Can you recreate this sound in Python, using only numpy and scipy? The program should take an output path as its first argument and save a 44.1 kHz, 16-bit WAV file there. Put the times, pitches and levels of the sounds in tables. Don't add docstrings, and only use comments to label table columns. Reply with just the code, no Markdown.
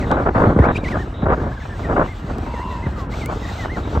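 import sys
import numpy as np
from scipy import signal
from scipy.fft import rfft, irfft, next_fast_len
from scipy.io import wavfile
from scipy.ndimage import uniform_filter1d, map_coordinates

SR = 44100
rng = np.random.default_rng(int(sys.argv[2]) if len(sys.argv) > 2 else 0)


def master_out(mix):
    frames = np.transpose(np.atleast_2d(mix))
    ceiling = np.clip(frames, -1, 1)
    pcm = np.round(ceiling * 32767).astype(np.int16)
    wavfile.write(sys.argv[1], SR, pcm)


N = 176400

# (frequency [Hz], correlation [-1 to 1])
AIR_LIKENESS = [(380, 1), (650, .45), (1400, .4), (2600, .88), (7000, .85)]


def amp(db):
    return 10 ** (np.asarray(db) / 20)


def unit(x):
    return x / np.sqrt(np.mean(x ** 2) + 1e-20)


def clock():
    return np.arange(N) / SR


def along(points, hz):
    f, v = np.transpose(points)
    return np.interp(np.log(hz + 1), np.log(f + 1), v)


def curves(rows):
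    time_s, *columns = np.transpose(rows)
    return [np.interp(clock(), time_s, c) for c in columns]


def wobble(knots_per_s):
    return map_coordinates(rng.standard_normal(8192), [clock() * knots_per_s], mode="wrap")


def ramp(u):
    return np.sin(np.pi / 2 * np.clip(u, 0, 1)) ** 2


def cycles(hz):
    return 2 * np.pi * np.cumsum(hz) / SR


def filtered(x, response):
    m = next_fast_len(N + SR // 2)
    return irfft(rfft(x, m) * response(np.fft.rfftfreq(m, 1 / SR)), m)[..., :N]


def rush(spectrum, likeness, grain=1):
    def mid_side(hz):
        turn = np.arccos(np.clip(along(likeness, hz), -1, 1)) / 2
        return amp(along(spectrum, hz)) * [np.cos(turn), np.sin(turn)]

    mid, side = filtered(grain * rng.standard_normal((2, N)), mid_side)
    return unit(np.array([mid + side, mid - side]))


def steadied(x, span_s):
    power = uniform_filter1d(np.mean(x ** 2, axis=0), max(int(span_s * SR), 8))
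    return x / np.sqrt(np.abs(power) + 1e-9)


def swells(rows, rise_s, fall_s):
    t = clock()
    return sum(amp(db) * ramp((t - s) / rise_s + .5) * ramp((s + length - t) / fall_s + .5)
               for s, length, db in rows)


def contacts(rows, spectrum, t60_s, rise_s, grain_db):
    t = clock()
    level = sum(amp(db - 60 * np.abs(t - s) / t60_s) * ramp((t - s) / rise_s) for s, db in rows)
    return level * rush(spectrum, AIR_LIKENESS, amp(grain_db * wobble(700)))


def chicks():
    # (start [s], length [s], first, middle, last pitch before jitter [Hz], level before note_db [dB])
    notes = [(0.0, 0.054, 2780, 2000, 1920, -39.5), (0.02, 0.044, 2940, 2130, 1590, -41.5),
             (0.602, 0.066, 1700, 2010, 2670, -34.5), (0.747, 0.033, 2905, 2380, 3420, -27.5),
             (.803, .032, 2410, 2380, 2250, -44), (0.836, 0.061, 2635, 1957, 2640, -31),
             (0.904, .072, 2520, 1720, 1630, -34.5), (0.978, 0.067, 1364, 1875, 1300, -38.5),
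             (1.359, 0.055, 2025, 1530, 1870, -41.5), (1.509, 0.03, 1440, 1656, 1810, -39),
             (1.561, 0.038, 1830, 1610, 1480, -39), (1.596, 0.047, 2410, 1800, 1680, -44),
             (1.691, 0.069, 1750, 1763, 1500, -42), (1.831, 0.051, 2240, 1866, 1820, -37.5),
             (2.069, 0.074, 1864, 2143, 1860, -41.5), (2.527, 0.11, 2390, 1810, 2370, -43.5),
             (2.7, 0.071, 2026, 1883, 1780, -44.5), (2.815, 0.064, 1762, 2087, 1546, -39),
             (3.109, 0.042, 2350, 2055, 2670, -38.5), (3.203, 0.078, 2600, 2050, 2450, -39.5),
             (3.264, 0.07, 2190, 2360, 1880, -48), (3.414, 0.0916, 2138, 1910, 2166, -42),
             (3.445, 0.069, 1676, 1960, 1620, -39.5), (3.441, 0.099, 3450, 3820, 3440, -51),
             (3.582, 0.076, 2090, 1960, 1700, -38), (3.682, .104, 1397, 2120, 1320, -39),
             (3.847, 0.027, 2000, 2280, 2600, -45.5)]
    overtone_db = [-23, -28]
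    # (frequency [Hz], relative level [dB])
    rasp_spectrum = [(1200, -54), (2200, 11.5), (4500, -0.5), (8000, -10), (15000, -32)]
    note_db, edge_s, pitch_jitter = 1, 0.02, 0.0013
    overtone_power, rasp_power, rasp_db = 2, 7.7, -11.5

    t, voice, effort = clock(), np.zeros(N), np.zeros(N)
    waver = 1 + pitch_jitter * wobble(250)
    flicker = amp(2.4 * wobble(140))
    for s, length, first, middle, last, db in notes:
        i = (t >= s) & (t < s + length)
        u = 2 * (t[i] - s) / length - 1
        hz = middle + (last - first) / 2 * u + ((first + last) / 2 - middle) * u * u
        climb = hz / middle
        phase = cycles(waver[i] * hz)
        edges = ramp((t[i] - s) / edge_s) ** .5 * ramp((s + length - t[i]) / edge_s) ** .5
        level = amp(db + note_db) * edges
        overtones = sum(amp(d) * np.sin((k + 2) * phase) for k, d in enumerate(overtone_db))
        voice[i] += level * np.sqrt(2) * (np.sin(phase) + climb ** overtone_power * overtones)
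        effort[i] += amp(db) * level * climb ** rasp_power
    effort = np.abs(uniform_filter1d(effort, size=900))
    rasp_level = amp(rasp_db) * effort / np.sqrt(effort.max())
    return voice * flicker + rasp_level * rush(rasp_spectrum, AIR_LIKENESS)


def far_chicks(level_db, pitch_hz=1900):
    hz = pitch_hz * np.exp(0.18 * wobble(35))
    return amp(level_db) * ramp(wobble(16)) * np.sqrt(2) * np.sin(cycles(hz))


def wind():
    # (time [s], level [dB])
    wind_level = [(0, -22.5), (.31, -26), (.45, -12.5), (.6, -21), (.78, -25.5), (.95, -26), (1.16, -35.5),
                  (1.27, -23.5), (1.47, -23), (1.58, -38.5), (1.76, -33.5), (1.93, -21), (2.15, -39.5),
                  (2.34, -26.5), (2.6, -32.5), (3.32, -29), (3.56, -33), (4, -26)]
    # (start [s], length [s], level [dB])
    gusts = [(.105, 0.031, -13), (0.138, 0.067, -19.5), (.2, 0.046, -23), (0.256, 0.041, -14.5),
             (.347, 0.13, -15.5), (0.487, 0.029, -20), (.622, 0.095, -15), (.942, 0.038, -20.5),
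             (1.222, 0.024, -22.5), (1.255, 0.023, -16.5), (1.286, 0.061, -15), (1.43, 0.061, -30),
             (1.888, 0.054, -20.5), (1.963, 0.065, -14), (2.025, 0.041, -25.5), (3.285, 0.054, -25),
             (3.77, 0.024, -24), (3.949, 0.032, -21.5)]
    # (frequency [Hz], relative level [dB per Hz])
    rumble_spectrum = [(20, -28), (35, 8.5), (52, 14), (70, 14), (100, 11.5), (140, 2.5), (260, -62)]
    buffet_spectrum = [(60, -33), (120, 0), (230, 0), (400, -6), (700, -12), (1400, -17), (2200, -37),
                       (4000, -89.5)]
    flutter_spectrum = [(100, -5), (550, -2), (900, -5), (1400, -7.5), (1900, -23), (4000, -50.5),
                        (8000, -91.5)]
    # (frequency [Hz], correlation [-1 to 1])
    likeness = [(600, 1), (1100, .75), (3000, .4)]
    rumble_db, rumble_follows = -26, 0.44
    eddy_db, tear_db = 3.5, 3
    left_db, lag_rad = 7.5, 1.44

    strength_db, = curves(wind_level)
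    rumble = steadied(rush(rumble_spectrum, likeness), span_s=.09)
    rumble = rumble * amp(rumble_db + rumble_follows * (strength_db - strength_db.mean()))
    buffet = steadied(rush(buffet_spectrum, likeness, amp(eddy_db * wobble(170))), span_s=0.085)
    buffet = buffet * amp(strength_db)
    flutter = steadied(rush(flutter_spectrum, likeness, amp(tear_db * wobble(260))), span_s=0.027)
    flutter = flutter * swells(gusts, rise_s=0.013, fall_s=0.017)
    sides = np.array([[.5], [-.5]])

    def ports(hz):
        gain = amp(left_db * ramp((hz - 1200) / 400) * sides)
        return gain * np.exp(-1j * lag_rad * ramp(hz / 550 - 1) * sides)

    return rumble + filtered(buffet + flutter, ports)


def buzz(spectrum):
    def pulse_train(pitch_hz=271):
        hz = pitch_hz * np.exp(.15 * wobble(2) + .01 * wobble(90))
        return np.exp(700 * (np.cos(cycles(hz)) - 1))

    pulses = pulse_train() + pulse_train()
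    return unit(filtered(pulses - pulses.mean(), lambda hz: amp(along(spectrum, hz))))


def air():
    # (time [s], level before hiss_db and waver [dB])
    hiss_level = [(0, -52), (.22, -62), (.6, -56.5), (1.72, -61), (2.08, -55), (2.48, -55.5), (2.68, -54),
                  (3.05, -54.5), (3.085, -72), (3.12, -51.5), (3.88, -52.5), (4, -56)]
    # (frequency [Hz], relative level [dB per Hz])
    hiss_spectrum = [(300, -7), (700, 20), (1300, 14.5), (2200, 6.5), (3000, 9.5), (3800, 9), (4800, 2.5),
                     (8400, -2.5), (9600, -41), (11500, -13), (15500, -17.5)]
    colony_spectrum = [(250, -74), (600, 4.5), (1500, 3), (3000, -11.5), (6000, -82)]
    # (start [s], length [s], level [dB])
    brays = [(.06, .1, -48), (.68, 0.13, -48.5), (1.14, 0.11, -47.5), (3.37, 0.104, -51),
             (3.83, 0.082, -50)]
    # (frequency [Hz], relative gain [dB])
    bray_spectrum = [(2400, -7.5), (3300, -0.5), (3850, 9), (4500, -29), (6500, -37.5)]
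    hiss_db, waver_db, colony_db, patchy_db = 11, 2.8, -44.5, 2

    level = amp(curves(hiss_level)[0] + hiss_db + waver_db * wobble(21.67))
    hiss = level * unit(rush(hiss_spectrum, AIR_LIKENESS) + .5 * buzz(hiss_spectrum))
    colony = amp(colony_db) * rush(colony_spectrum, AIR_LIKENESS)
    calls = swells(brays, rise_s=0.0069, fall_s=0.021) * buzz(bray_spectrum)
    z = signal.stft(hiss + colony + calls, nperseg=512)[2]
    field = uniform_filter1d(rng.standard_normal(z.shape[1:]), size=4, axis=0)
    field = uniform_filter1d(field, size=16, axis=1)
    return signal.istft(z * amp(patchy_db * unit(field)), nperseg=512)[1][:, :N]


def ticks():
    # (start [s], level before low-pass [dB], brightness: -6 dB corner [Hz])
    grains = [(.115, -14, 6100), (2.125, -41.5, 12000), (2.384, -31, 11000), (3.26, -16, 16100)]
    # (frequency [Hz], relative level [dB])
    tick_spectrum = [(2000, -6), (15000, -11)]

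    out = 0
    for s, db, corner_hz in grains:
        click = contacts([(s, db)], tick_spectrum, t60_s=0.0044, rise_s=1 / SR, grain_db=1.5)
        out = out + filtered(click, lambda f: 1 / (1 + (f / corner_hz) ** 4))
    return out


def thumps():
    # (start [s], first pitch before random spread [Hz], level before decay [dB])
    eddies = [(0.472, 253, -5), (.563, 300, -2.5), (.588, 853, -5), (.598, 181, 1), (0.973, 119, -12),
              (1.23, 295, -7.5), (1.267, 222, -9.5), (2.243, 203, -12), (2.864, 282, -11),
              (3.972, 156, -5.5)]
    end_hz, sag_s, decay_s = 60.3, 0.0056, 0.017

    out = np.zeros(N)
    for s, first_hz, db in eddies:
        t = np.maximum(clock() - s, 0)
        hz = end_hz + (first_hz - end_hz) * np.exp(-t / sag_s)
        spread = np.exp(0.12 * rng.standard_normal())
        swing = np.sin(cycles(hz * (t > 0)) * spread)
        out += amp(db) * ramp(t / 0.0025) * np.exp(-t / decay_s) * swing
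    return out


def crunches():
    # (start [s], level [dB])
    steps = [(.587, -15.5), (1.651, -29.5), (1.793, -24), (2.298, -23), (2.465, -24.5), (2.864, -21.5),
             (3.138, -24.5), (3.298, -26), (3.648, -22)]
    # (frequency [Hz], relative level [dB])
    crunch_spectrum = [(150, -14), (600, 5.5), (1500, -2), (2500, -17.5), (6000, -44.5), (12000, -59.5)]
    return contacts(steps, crunch_spectrum, t60_s=0.068, rise_s=0.0017, grain_db=4.0)


def far_gain(rows, db):
    t = clock()
    return amp(db) * ramp((t - rows[0][0]) / 0.013) * ramp((rows[-1][0] - t) / 0.014)


def far_calls():
    # (time [s], low voice [Hz], high voice [Hz], pulse rate before jitter [1/s], level [dB])
    adult = [(2.45, 935, 2590, 72, -37), (2.53, 942, 2690, 71, -33), (2.64, 995, 2780, 82, -28.5),
             (2.73, 998, 2704, 79, -30.5), (2.91, 880, 2500, 89.5, -39.5)]
    # (time [s], pitch [Hz], level [dB])
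    far_whistle = [(2.95, 1330, -42), (2.978, 1210, -36), (3.02, 1078, -31), (3.08, 960, -47)]
    beat_depth, upper_db = 0.85, -17

    low_hz, high_hz, beat_hz, adult_db = curves(adult)
    beat = cycles(beat_hz * (1 + 0.055 * wobble(30)))
    low = (1 + beat_depth * np.sin(beat)) * np.sin(cycles(low_hz) + .8 * wobble(140))
    high = (1 + .5 * np.sin(2 * beat)) * np.sin(cycles(high_hz))
    call = far_gain(adult, adult_db) * (low + amp(upper_db) * high)
    whistle_hz, whistle_db = curves(far_whistle)
    return call + far_gain(far_whistle, whistle_db) * np.sin(cycles(whistle_hz))


def scene():
    birds = chicks() + far_calls() + sum(far_chicks(level_db=-52) for _ in range(3))
    return birds + wind() + air() + ticks() + thumps() + crunches()


def record(dry):
    top_hz = 15900
    return filtered(dry, lambda hz: hz < top_hz)


dry = scene()
out = record(dry)
master_out(out)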